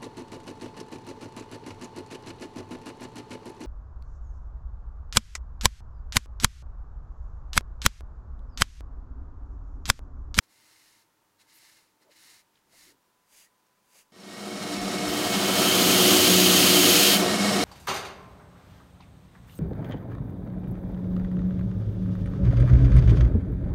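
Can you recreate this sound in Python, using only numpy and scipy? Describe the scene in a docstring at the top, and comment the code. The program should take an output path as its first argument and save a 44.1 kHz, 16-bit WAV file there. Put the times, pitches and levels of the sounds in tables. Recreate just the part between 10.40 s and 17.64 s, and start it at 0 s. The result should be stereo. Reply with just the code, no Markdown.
"""In a quiet workshop with a far fan, a soft brush wipes stain on a wooden handle held on a threaded rod:
bristles swish over the grain, catch and nudge the stand; at a cut at 2.5 s room and swish change colour.
From 3.7 s a drill press fades in, its motor humming, its frame rattling, a wire wheel chiming in the
chuck; the bench bumps twice. At 4.7 s a small steel gear is pressed to the wheel: wires hiss on the
teeth, the gear rings and the spindle drones. 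At 6.7 s the gear is pulled away and the drill runs on."""
import sys
import numpy as np
from scipy import signal
from scipy.fft import rfft, irfft
from scipy.io import wavfile

SR = 44100
rng = np.random.default_rng(int(sys.argv[2]) if len(sys.argv) > 2 else 0)


def store_wav(level_fs):
    """Save 16-bit WAV to argv[1]."""
    pcm = np.round(np.clip(np.atleast_2d(level_fs), -1, 1) * 32767)
    wavfile.write(sys.argv[1], SR, pcm.T.astype(np.int16))


N = 319284
T = np.arange(N) / SR
SLOW_T = T[::32]   # control-rate clock
HZ = np.maximum(np.arange(N // 2 + 1) * SR / N, 1)
CUT_S = 2.54   # at this cut the room's colour and the swish change abruptly


def from_db(db):
    """Decibels to gain."""
    return 10 ** (np.asarray(db) / 20)


def unit_rms(x):
    """Scale to unit power."""
    return x / np.sqrt(np.mean(x ** 2) + 1e-20)


def automation(points):
    """A breakpoint curve, read at every sample."""
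    return np.interp(T, *np.transpose(points))


def eq_curve(points):
    """A breakpoint spectrum in dB, read at every frequency."""
    hz, db = np.transpose(points)
    return np.interp(np.log(HZ), np.log(hz), db)


def filtered(x, response):
    """Pass x through a frequency response."""
    return irfft(rfft(x) * response, N)


def resonance(hz, width):
    """Response of one damped mode, 1 at its peak."""
    return 1 / (1 + 1j * (HZ ** 2 - hz ** 2) / (HZ * width))


def colour(x, spectrum, peaks=()):
    """Pass x through a body with a broad spectrum and narrow peaks or dips; rms 1."""
    peaks_db = sum(lift * np.abs(resonance(hz, width)) ** 2 for hz, width, lift in peaks)
    return unit_rms(filtered(x, from_db(eq_curve(spectrum) + peaks_db)))


def ring_modes(force, modes):
    """Ring a set of modes whose powers add up; rms 1."""
    power = sum(np.abs(from_db(db) * resonance(hz, width)) ** 2 for hz, width, db in modes)
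    return unit_rms(filtered(force, np.sqrt(power)))


def noise():
    """White noise."""
    return rng.standard_normal(N)


def tone(cycles):
    """A sine of rms 1 that starts anywhere in its cycle."""
    return np.sqrt(2) * np.sin(2 * np.pi * (cycles + rng.random()))


def drift(rate_hz):
    """Slow random modulation of rms 1."""
    count = len(SLOW_T)
    hz = np.arange(count // 2 + 1) / T[-1]
    slow = irfft(rfft(rng.standard_normal(count)) / (1 + (hz / rate_hz) ** 2), count)
    return np.interp(T, SLOW_T, unit_rms(slow))


def ticks(per_s, spread_db=0):
    """Tiny impacts at random moments, of uneven size; rms 1."""
    impacts = (rng.random(N) < per_s / SR) * noise()
    return unit_rms(impacts * from_db(spread_db * np.clip(noise(), -2, 2)))


def held(t, start, end, attack_s, release_s):
    """Envelope that rises to 1 at start, holds until end and dies away."""
    outside = np.maximum(start - t, 0) / attack_s + np.maximum(t - end, 0) / release_s
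    return np.exp(-np.minimum(outside, 20))


def swell(at_s, half_width_s):
    """A bell-shaped envelope."""
    return np.exp(-0.5 * np.minimum(((T - at_s) / half_width_s) ** 2, 100))


def soft_knocks(touches, damping):
    """Each soft touch is a short swell of noisy force into one damped mode."""
    out = np.zeros(N)
    for at_s, db, hz, half_width_s in touches:
        push = swell(at_s, half_width_s)
        mode = signal.iirpeak(hz, 1 / damping, fs=SR)
        knock = signal.lfilter(*mode, signal.lfilter(*mode, noise() * push))
        out += from_db(db) * unit_rms(knock) * np.sqrt(np.mean(push ** 2))
    return out


# room tone bed: f/Hz, relative level/dB
ROOM_EQ = [(15, -22), (25, -9), (53, -15.5), (188, -7), (305, -6.5), (368, -6.5), (482, -7.5), (722, -10),
           (1020, -6.5), (1170, -9), (1410, -9.5), (2300, -15), (15500, -21.5)]
# the far fan's resonances, early and late: f/Hz, width/Hz, lift/dB
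FAN_EARLY = [(103, 15, 10), (310, 18, 8), (904, 35, 11)]
FAN_LATE = [(193, 29, 2.4), (890, 28, 7), (1000, 51, 3.1)]


def workshop():
    """Still air with a far fan; at CUT_S its colour shifts and a thin whine joins."""
    early = from_db(-69.6) * colour(noise(), ROOM_EQ, FAN_EARLY)
    late = from_db(-69.8) * colour(noise(), ROOM_EQ, FAN_LATE)
    whine = from_db(-80) * tone(1000 * T + 0.091 * drift(6))
    return np.where(T < CUT_S, early, late + whine)


# dull thuds: t/s, level/dB, f/Hz, half-width/s
BENCH_THUDS = [(4.415, -48, 45, 0.037), (4.675, -50, 50, .03)]


def bench():
    """Bumps at the bench push a low, heavily damped mode."""
    return soft_knocks(BENCH_THUDS, damping=1.0)


# strokes and light dabs: t/s, length/s, relative level/dB, attack/s, release/s, treble lift/dB
BRUSH_STROKES = [(0.026, 0.023, -68, .006, .018, -1), (0.106, .52, -63.5, 0.025, 0.018, 0),
                 (0.994, 0.037, -63.5, .005, 0.02, -2), (1.088, 0.32, -60.3, .016, 0.064, -1),
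                 (1.613, .027, -67, .008, .015, -6), (1.708, .03, -63, 0.013, .015, -5),
                 (1.765, 0.24, -58, .018, 0.015, 0), (2.14, .07, -74, .015, .015, -8),
                 (2.329, 0.19, -59.5, 0.024, 0.011, 1.5), (2.926, .13, -59, 0.034, .016, -1),
                 (3.258, .022, -76, .008, .008, -6), (3.535, 0.089, -59.5, 0.055, 0.013, -2)]


def stroke_envelopes(arch_db=5.5):
    """Bristles land, bear down hardest mid-stroke and lift off; gains of the swish and of its treble."""
    body, top = 0, 0
    for start, length, db, attack_s, release_s, treble_db in BRUSH_STROKES:
        along = np.clip(2 * (SLOW_T - start) / length - 1, -1, 1)
        contact = held(SLOW_T, start, start + length, attack_s, release_s)
        gain = from_db(db - arch_db * along ** 2) * contact
        body += gain
        top += gain * from_db(treble_db)
    return np.interp(T, SLOW_T, body), np.interp(T, SLOW_T, top)


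# rumble of the handle's stand: f/Hz, relative level/dB
STAND_EQ = [(25, 2), (55, 3), (130, 6), (320, 3), (500, -20), (2000, -50)]
# the brush nudges the handle: t/s, level/dB, f/Hz, half-width/s
HANDLE_NUDGES = [(0.029, -81, 288, 0.0094), (1.229, -67, 593, 0.0036), (1.622, -70, 390, .008),
                 (1.675, -66, 490, 0.022), (1.696, -63, 520, 0.0063), (2.345, -68, 574, 0.013),
                 (2.5, -67, 308, 0.033), (3.558, -63, 620, 0.0061)]


def stand(stroke_gain):
    """The stand rumbles under the strokes and one firmer shove; the nudged handle knocks."""
    push = from_db(-24) * stroke_gain + from_db(-77) * swell(2.4, 0.18)
    return push * colour(noise(), STAND_EQ) + soft_knocks(HANDLE_NUDGES, damping=0.67)


# bristle swish before and after the cut: f/Hz, relative level/dB
EARLY_SWISH_EQ = [(250, -12.5), (700, -9), (1300, -4.5), (1800, -4), (3300, -3.5), (4600, 0), (7000, -3.5),
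                  (10500, -4), (16000, -14)]
LATE_SWISH_EQ = [(250, -13), (700, -9), (1300, -12), (2000, -1), (4000, -8), (7000, -2.5), (10500, -4),
                 (16000, -11)]
# peaks and dips in each swish: f/Hz, width/Hz, lift/dB
EARLY_SWISH_PEAKS = [(323, 15, 19.5), (1770, 200, 6.5), (2090, 250, 9), (2500, 250, 0), (2840, 250, 3.5),
                     (3340, 180, -4.5), (4050, 500, 4), (4830, 400, 0.5), (5320, 150, 3), (6760, 200, 4),
                     (10300, 500, 0)]
LATE_SWISH_PEAKS = [(1950, 200, -3), (2780, 210, 1), (4800, 300, 9), (5200, 300, -4), (6460, 500, 4.5)]
# tacky bristles squeak, single ones flick free: t/s, level/dB, f/Hz, half-width/s
BRISTLE_SQUEAKS = [(1.008, -68, 4200, .015), (3.02, -68, 2800, .02), (3.066, -69, 1900, .012),
                   (3.6, -68, 2800, .015)]
BRISTLE_FLICKS = [(1.165, -61, 12200, .018), (2.157, -65, 3500, .002), (2.176, -68, 3000, .002)]


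def brush():
    """Thousands of bristles slip over the grain and a few catch; the later swish is brighter."""
    body_gain, treble_gain = stroke_envelopes()
    early = from_db(2.5) * colour(ticks(per_s=24000), EARLY_SWISH_EQ, EARLY_SWISH_PEAKS)
    late = from_db(3.4) * colour(ticks(per_s=24000, spread_db=-1.5), LATE_SWISH_EQ, LATE_SWISH_PEAKS)
    swish = np.where(T < CUT_S, early, late) * from_db(0.4 * drift(30))
    treble = filtered(swish, 1 / (1 + (5500 / HZ) ** 4))
    rumble = stand(body_gain)
    catches = soft_knocks(BRISTLE_SQUEAKS, damping=0.14) + soft_knocks(BRISTLE_FLICKS, damping=0.45)
    return body_gain * (swish - treble) + treble_gain * treble + rumble + catches


# belt and bearing rattle: f/Hz, relative level/dB
RATTLE_EQ = [(25, -23), (60, -20.5), (110, -5.5), (180, -3), (330, -5.5), (520, -3), (760, -5), (930, -7.5),
             (1300, -6), (2400, -14), (4400, -12), (6200, -13), (9800, -17), (11000, -23), (13000, -24),
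             (16000, -36)]
# frame and belt guard: f/Hz, width/Hz, lift/dB
FRAME_RESONANCES = [(201, 67, 6), (292, 36, 11), (362.6, 26.6, 13.5), (466.5, 16.7, 10.5), (624, 37, 8.5),
                    (715, 60, 9.5), (1137, 32, 4.5), (1239, 43, 4), (1309, 25, 6.5), (1440, 25, -8),
                    (1518, 18, 3.5)]
# chime of the free wheel and chuck: f/Hz, width/Hz, relative level/dB
CHUCK_MODES = [(1874, 16, 3), (2200, 22, 6), (2430, 25, -8), (2620, 30, -6), (2865, 45, -3),
               (3140, 100, -5), (3730, 110, -5), (4045, 60, -3), (4200, 150, -9), (4640, 120, -9),
               (4910, 50, -7), (5390, 45, -0.5)]
# mains hum of the motor: f/Hz, level/dB
MOTOR_HUM = [(100, -50), (200, -36.5), (300, -40), (400, -45)]


def drill(turns, load, chatter):
    """The motor hums, belt and bearings rattle, the wheel wobbles and chimes until load steadies it."""
    shake = from_db(0.31 * np.cos(2 * np.pi * turns) + 0.77 * drift(18))
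    rattle = colour(ticks(per_s=24000) * shake, RATTLE_EQ, FRAME_RESONANCES)
    rattle *= from_db(-24.5 - 1.5 * load)
    chime = ring_modes(ticks(per_s=7400, spread_db=-2) * shake, CHUCK_MODES)
    chime *= from_db(-30.5 - 4.5 * load)
    hum = sum(from_db(db + 2 * drift(2.1)) * tone(hz * T) for hz, db in MOTOR_HUM)
    wobble = unit_rms(filtered(noise(), resonance(hz=200.2, width=38.5) ** 2))
    wobble *= from_db(-29.5 - 17.5 * load)
    return from_db(3 * chatter) * (rattle + wobble) + chime + hum


# partials of the drone: multiple of the turn rate, relative level/dB
DRONE_PARTIALS = [(3, -13), (4, -18.5), (5, -18.5), (7, -15.5), (8, -4.5), (9, -2.5), (10, 1.5), (11, -7),
                  (12, 4.5), (13, -10), (15, -12), (16, -6), (20, -16.5), (23, -32)]
# fader rides for the drone and the low boom: t/s, level/dB
DRONE_FADER = [(4.7, -42), (5.0, -35), (5.35, -27.5), (5.85, -24), (6.5, -26), (6.95, -41)]
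BOOM_FADER = [(4.7, -39), (4.95, -31), (5.67, -32.5), (5.81, -54), (5.92, -24.5), (6.6, -34.5), (6.65, -53),
              (6.74, -32), (7.24, -49)]


def spindle(turns, boom_order=6, buzz_order=16):
    """The uneven wheel drums on the gear at multiples of its turn rate, wavering as the grip shifts."""
    boom = from_db(automation(BOOM_FADER)) * tone(boom_order * turns + 0.011 * drift(11))
    last_push = swell(6.57, 0.11)
    buzz = from_db(-30) * last_push * tone(buzz_order * turns + 0.055 * drift(6.5))
    drone = sum(from_db(db + 2 * drift(7)) * tone(order * turns + 0.06 * drift(9))
                for order, db in DRONE_PARTIALS)
    return boom + buzz + from_db(automation(DRONE_FADER)) * unit_rms(drone)


# hiss of wires on steel: f/Hz, relative level/dB
HISS_EQ = [(200, -23.5), (500, -3.5), (900, -11.5), (1900, -6), (2700, -2.5), (4500, 0.5), (5800, -2.5),
           (8000, -4.5), (11500, -6.5), (13300, -4.5), (16000, -9.5)]
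# the glove-damped gear's ring, its teeth's growl and rasp: f/Hz, width/Hz, relative level/dB
GEAR_MODES = [(2540, 90, -6), (2900, 220, -2), (3122, 80, 5), (3300, 40, -5), (3480, 30, -0.5),
              (3770, 40, -7), (4028, 42, -2.5), (4297, 42, -3), (4390, 25, -2.5), (4600, 120, -11),
              (4900, 100, -9), (6553, 65, 2), (8940, 180, -12), (10500, 120, -11.5), (13200, 180, -12)]
TOOTH_GROWL = [(1050, 160, -6), (1270, 33, -1.5), (1390, 83, -2)]
TOOTH_RASP = [(2580, 400, 1), (3700, 900, -3)]


def wire_wheel(turns, force_db, chatter, soft_strike_hz=5200):
    """Countless wire tips flick across the teeth and ring the gear; uneven tufts come round each turn."""
    tufts = from_db(0.4 * np.cos(2 * np.pi * turns) + 0.13 * drift(58))
    hiss = from_db(-19 + force_db) * colour(ticks(per_s=42000, spread_db=3) * tufts, HISS_EQ)
    strikes = ticks(per_s=22000, spread_db=2.5) * tufts
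    ring = ring_modes(strikes, GEAR_MODES)
    high_ring = filtered(ring, 1 / (1 + (soft_strike_hz / HZ) ** 8))
    ring += high_ring * (from_db(0.4 * force_db) - 1)   # a light touch rings duller
    ring *= from_db(-22.5 + 0.76 * force_db + 1.8 * chatter)
    growl = from_db(-40 + force_db + 10 * chatter) * ring_modes(strikes, TOOTH_GROWL)
    last_push = swell(6.64, 0.13)
    rasp = from_db(-27.5) * last_push * ring_modes(noise() * tufts, TOOTH_RASP)
    return hiss + ring + growl + rasp


# the spindle's turn rate: t/s, f/Hz
TURN_RATE = [(5.35, 31.2), (5.6, 30.4), (5.9, 30.69), (6.25, 30.2), (6.65, 29.99), (7.24, 30.13)]
# how hard the hand presses, relative to full force: t/s, level/dB
HAND_FORCE = [(4.7, -14), (5.02, -12.5), (5.22, -6), (5.7, -1.9), (6.1, -1.36), (6.66, -0.5), (6.8, -3.5)]


def gear_on_wheel(settle_s=0.057):
    """The hand presses the gear to the wheel; the drill takes up and sheds the load with a short lag."""
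    turns = np.cumsum(automation(TURN_RATE)) / SR
    force_db = automation(HAND_FORCE)
    contact = held(T, start=4.69, end=6.745, attack_s=0.015, release_s=0.053)
    chatter = swell(5.225, 0.29)   # the teeth chatter as the gear is first worked in
    pole = np.exp(-1 / (settle_s * SR))
    load = signal.lfilter([1 - pole], [1, -pole], contact * from_db(force_db))
    return drill(turns, load, chatter) + contact * wire_wheel(turns, force_db, chatter) + spindle(turns)


def stereo(x, width, balance_db=0, decay_s=0.044):
    """Left and right are nearly alike; dense early echoes off the walls make the side signal."""
    echoes = noise() * np.exp(-T / decay_s) * (T > 0.002)
    mid = rfft(x)
    side = mid * from_db(eq_curve(width)) * rfft(echoes) / np.linalg.norm(echoes)
    pan = from_db(balance_db / 2)
    return irfft(np.array([(mid + side) * pan, (mid - side) / pan]), N)


# stereo width, as side relative to mid: f/Hz, level/dB
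HANDWORK_WIDTH = [(60, -21), (130, -16), (700, -14), (1200, -26), (1700, -36), (2800, -36), (4200, -22),
                  (7000, -19), (10000, -22), (15000, -23)]
MACHINE_WIDTH = [(60, -26), (200, -31), (500, -26), (900, -27), (1500, -42), (2200, -60), (4200, -60),
                 (5200, -34), (6500, -25), (9000, -36), (15000, -32)]
# the machine stands a little off centre, left minus right: f/Hz, level/dB
MACHINE_PAN = [(60, 2.0), (130, 1.4), (250, -0.3), (400, -2.1), (750, -1.8), (1300, -0.4), (2200, 0)]


def scene():
    """Room and brush first, then the machine fades up evenly to full level."""
    fade_start_s, cut_in_s, fade_end_s = 3.692, 3.72, 5.62
    fade = np.clip((T - fade_start_s) / (fade_end_s - fade_start_s), 0, 1) * (T > cut_in_s)
    machine = stereo(gear_on_wheel(), MACHINE_WIDTH, eq_curve(MACHINE_PAN))
    handwork = stereo(workshop() + brush() + bench(), HANDWORK_WIDTH)
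    return handwork + fade * machine


def record(dry, cutoff_hz=15850):
    """A steep low-pass takes off the very top."""
    return signal.sosfilt(signal.ellip(12, 0.1, 80, cutoff_hz, fs=SR, output="sos"), dry)


dry = scene()
out = record(dry)
store_wav(out)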